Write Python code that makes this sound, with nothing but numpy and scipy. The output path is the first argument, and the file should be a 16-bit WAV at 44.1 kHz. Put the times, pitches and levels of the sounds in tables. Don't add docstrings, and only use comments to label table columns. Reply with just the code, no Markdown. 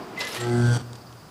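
import sys
import numpy as np
from scipy import signal
from scipy.fft import rfft, irfft
from scipy.io import wavfile
from scipy.ndimage import uniform_filter1d

SR = 44100
rng = np.random.default_rng(int(sys.argv[2]) if len(sys.argv) > 2 else 0)


def dump_mix(stems):
    frames = np.atleast_2d(stems).T
    limited = np.clip(frames, -1, 1)
    pcm = np.round(limited * 32767).astype(np.int16)
    wavfile.write(sys.argv[1], SR, pcm)


def level_to_linear(level):
    exponent = np.asarray(level, float) / 20
    return 10 ** exponent


N = 57330
T = np.arange(N) / SR


def curve(rows):
    return level_to_linear(np.interp(T, *np.array(rows).T))


def unit(x):
    return x / np.sqrt(np.mean(x ** 2))


def noise():
    return rng.standard_normal(N)


def resonate(x, hz, width):
    b, a = signal.iirpeak(hz, hz / width, SR)
    return signal.lfilter(b, a, signal.lfilter(b, a, x))


def lowpass(x, hz, order):
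    return signal.sosfilt(signal.butter(order, hz, fs=SR, output="sos"), x)


def tint(x, rows):
    hz, db = np.array(rows).T
    f = np.fft.rfftfreq(N, 1 / SR) + 1
    gain = level_to_linear(np.interp(np.log(f), np.log(hz), db, left=-60, right=-75))
    return unit(irfft(rfft(x) * gain, N))


def walk(rate):
    k = int(SR / rate)
    return unit(uniform_filter1d(uniform_filter1d(noise(), k), k))


def decay(t, t60):
    return np.exp(-np.log(1000) * t / t60)


def air():
    # (frequency [Hz], density [dB per Hz])
    air_colour = [(30, -8.5), (150, 1.5), (400, -7.5), (1300, -8.5), (2000, -19.5), (8000, -25),
                  (13000, -30), (14200, -34)]
    whine = level_to_linear(-66) * np.sin(2 * np.pi * 14994 * T)
    return level_to_linear(-47.5) * tint(noise(), air_colour) + whine


def traffic():
    # (frequency [Hz], density [dB per Hz])
    traffic_colour = [(35, -32), (60, -40), (139, -7.5), (373, -2), (559, -15), (621, -7), (1050, -10),
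                      (1150, -11.5), (4000, -34), (5200, -76), (8800, -120)]
    # (time [s], level [dB])
    traffic_level = [(0, -36.5), (.05, -40.5), (.12, -41.5), (.22, -42), (.4, -39.5), (.8, -49), (1.3, -58)]
    return curve(traffic_level) * level_to_linear(0.8 * walk(15)) * tint(noise(), traffic_colour)


def insects():
    # (time [s], length [s], level [dB])
    chirps = [
        (0.962, 0.037, -61),
        (1.007, 0.026, -60),
        (1.065, 0.012, -59),
    ]
    hz, width_hz = 4850, 900
    band = unit(resonate(noise(), hz, width_hz))
    out = level_to_linear(-60.5 + 2 * walk(40)) * band
    for t0, length, db in chirps:
        swell = np.sin(np.pi * np.clip((T - t0) / length, 0, 1))
        glide = np.sin(2 * np.pi * (4750 * T - 3000 * (T - t0) ** 2))
        out = out + level_to_linear(db + 6) * swell * (glide + 0.5 * band)
    return out


def burst(t0, length):
    u = (T - t0) / length
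    rise = np.clip(u / 0.12, 0, 1)
    sag = level_to_linear(-4 * np.clip(u, 0, 1))
    release = np.clip((1.2 - u) / 0.32, 0, 1)
    return rise * sag * release


def scrape(grit):
    # (frequency [Hz], density [dB per Hz])
    scrape_colour = [(240, -48), (400, -4), (768, -11), (1250, -7.5), (1540, -12.5), (1970, -8),
                     (2250, -9.5), (4130, -10), (15000, -33.5)]
    # (time [s], level [dB])
    scrape_level = [(.15, -55), (.187, -41), (.194, -36), (.207, -32), (.245, -37), (.28, -36), (.34, -35),
                    (.41, -36), (.46, -44)]
    return tint(grit, scrape_colour) * curve(scrape_level) * (T < 0.5)


def squeals():
    # (time [s], length [s], frequency [Hz], wander [Hz], level [dB])
    rings = [
        (.173, .036, 2035, 8, -33),
        (.207, .085, 2010, 25, -36),
        (.204, .02, 5260, 25, -38),
        (.215, .1, 1690, 20, -44),
        (.2, .07, 580, 40, -44),
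        (.308, .025, 5170, 80, -43),
        (.365, .09, 1890, 40, -42),
        (.397, .045, 7504, 25, -44),
        (.5, .07, 2000, 15, -46),
    ]
    out = 0
    for t0, length, hz, wander, db in rings:
        cycles = np.cumsum(hz + wander * walk(121)) / SR
        gain = level_to_linear(db + 4.6 + min(wander / 10, 2.5) * walk(150))
        out = out + gain * burst(t0, length) * np.sin(2 * np.pi * cycles)
    return out


def rasps(grit):
    # (time [s], length [s], centre [Hz], width [Hz], level [dB])
    rasp_rows = [
        (.163, .015, 2400, 900, -46),
        (.204, .02, 3300, 3000, -38),
        (.325, .015, 5500, 4000, -42),
        (.125, .02, 2200, 1500, -55),
        (.265, .14, 10500, 6000, -47),
        (.4, .03, 8000, 3000, -46),
    ]
    out = 0
    for t0, length, hz, width, db in rasp_rows:
        out = out + level_to_linear(db) * burst(t0, length) * unit(resonate(grit, hz, width))
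    return out


def ticks():
    # (time [s], peak level [dB], centre [Hz], t60 [s])
    tick_rows = [(.1925, -29, 10000, .004), (.205, -19, 5000, .006), (.2515, -23, 5500, .002),
                 (.2715, -19, 4000, .002), (.346, -24, 5500, .002), (.67, -29, 6000, .008),
                 (.768, -22, 200, .03), (.774, -36, 11000, .004), (.808, -42, 7000, .006),
                 (.9315, -31, 5500, .012), (.954, -36, 4500, .035), (1.127, -39, 4500, .012)]
    out = 0
    for t0, db, hz, t60 in tick_rows:
        fade = decay(np.clip(T - t0, 0, 1), t60) * (T >= t0)
        click = resonate(fade * noise(), hz, hz * 1.9)
        click = lowpass(click, min(hz * 1.7, 18000), order=3)
        out = out + level_to_linear(db) * click / np.abs(click).max()
    return out


def blades():
    grit = noise() * level_to_linear(2.4 * rng.exponential(size=N) + 1.5 * walk(90))
    return scrape(grit) + squeals() + rasps(grit) + ticks()


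def arc_tone(phase):
    # (multiple of the buzz [1], loudest time [s], peak [dB], rise [dB/s], fall [dB/s])
    overtones = [(1, .69, -14.5, 55, 70), (2, .57, -22, 170, 110), (3, .54, -22.5, 90, 115),
                 (4, .48, -38, 50, 250), (4, .72, -36, 90, 20), (5, .63, -43, 15, 10),
                 (6, .55, -35, 50, 250), (6, .76, -41, 300, 20), (7, .46, -39, 120, 45),
                 (7, .76, -41, 300, 20), (9, .73, -44, 120, 40), (11, .42, -38, 150, 45),
                 (12, .72, -35, 70, 100), (13, .705, -33, 50, 200), (14, .66, -45, 50, 100),
                 (17, .54, -50, 150, 150)]
    # (time [s], length [s], change [dB])
    stumbles = [
        (.54, .012, 1.5),
        (.571, .01, -2),
        (.671, .014, -3),
        (.75, .03, -5),
        (.768, .012, 2),
    ]
    knee_s, drift_rad, wobble_db = 0.035, 0.2, 1.6
    spread_rad = 2.3
    tone = 0
    for k, top, db, rise, fall in overtones:
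        d = T - top
        slope = np.where(d < 0, rise, fall) * (np.sqrt(d ** 2 + knee_s ** 2) - knee_s)
        loose = min(round(k) - 1, 2)
        spread = spread_rad * (round(k) - 1) * (round(k) - 2) / 2
        wave = np.cos(round(k) * phase + spread + loose * drift_rad * walk(17))
        tone = tone + level_to_linear(db - slope + wobble_db * walk(23) * loose / 2) * wave
    sag = 0
    for t0, length, db in stumbles:
        sag = sag + db * np.exp(-2 * ((T - t0) / (length / 2)) ** 2)
    uneven = 1 + 0.07 * np.cos(phase / 2 + 1)
    ignition = 1 / (1 + np.exp((0.385 - T) / 0.015))
    return tone * level_to_linear(-3 + sag + 0.9 * walk(195)) * uneven * ignition


def arc_hiss(phase):
    # (time [s], level [dB])
    hiss_level = [(.38, -62), (.46, -40.5), (.52, -32.5), (.6, -32), (.66, -31.5), (.7, -29.5), (.745, -26),
                  (.776, -27)]
    # (centre [Hz], width [Hz], level [dB], growth [dB/s])
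    hiss_peaks = [(190, 200, 3, 8), (450, 500, 2, -15), (800, 700, 1, -10), (1500, 300, -2, 5),
                  (3350, 350, -4, 35), (4580, 250, -1, -5), (5850, 450, -6, 45), (8150, 600, -3, -3),
                  (4500, 7000, 0, 3), (10500, 2500, -14, 3)]
    depth, power = 0.4, 1.2
    gate = 1 - depth + depth * 2 * ((1 + np.cos(phase)) / 2) ** power
    new_cycle = np.diff(np.floor(phase / (2 * np.pi)), prepend=0).clip(0, 1)
    strikes = unit(new_cycle * level_to_linear(0.83 * walk(100)))
    hiss = 0
    for hz, width, db, growth in hiss_peaks:
        drive = (gate if hz > 1000 else 1) * noise()
        drive = drive + level_to_linear(-8) * strikes * (hz > 2000 and width < 1000)
        gain = level_to_linear(db + growth * (T - 0.65) + 1.2 * walk(30))
        hiss = hiss + gain * unit(resonate(drive, hz, width * 1.5))
    return curve(hiss_level) * unit(lowpass(hiss, 10500, order=4))


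def arc():
    buzz_hz, first_peak_s = 119.85, 0.6053
    snap_s, snap_fall_s = 0.776, 0.0013
    phase = 2 * np.pi * buzz_hz * (T - first_peak_s)
    alive = 1 / (1 + np.exp(np.clip((T - snap_s) / snap_fall_s, -50, 50)))
    return arc_tone(phase) * alive, arc_hiss(phase) * alive


def echoes(sound):
    # (delay [s], level [dB], top [Hz])
    walls = [
        (.0417, -7, 4500),
        (.1877, -22, 800),
        (.2629, -24, 800),
        (.459, -28, 400),
    ]
    out = 0
    for lag, db, hz in walls:
        out = out + level_to_linear(db) * np.roll(lowpass(sound, hz, order=1), round(lag * SR)) * (T > lag)
    return out


def yard(sound):
    tail = noise() * decay(T, 0.45)
    tail = lowpass(tail / np.sqrt(np.sum(tail ** 2)), 9000, order=1)
    return level_to_linear(-11) * signal.fftconvolve(sound, tail)[:N]


def scene():
    floor = air() + traffic() + insects()
    metal = blades()
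    tone, hiss = arc()
    direct = tone + hiss + metal
    return (floor + direct + echoes(tone + hiss) + yard(hiss + metal))[None]


def band_limit(x):
    return signal.sosfilt(signal.butter(12, 15700, fs=SR, output="sos"), x)


def record(dry):
    x = signal.sosfilt(signal.butter(2, 45, "high", fs=SR, output="sos"), dry)
    x = signal.sosfilt(signal.ellip(10, 0.2, 70, 15650, fs=SR, output="sos"), x)
    return band_limit(x)


dry = scene()
out = record(dry)
dump_mix(out)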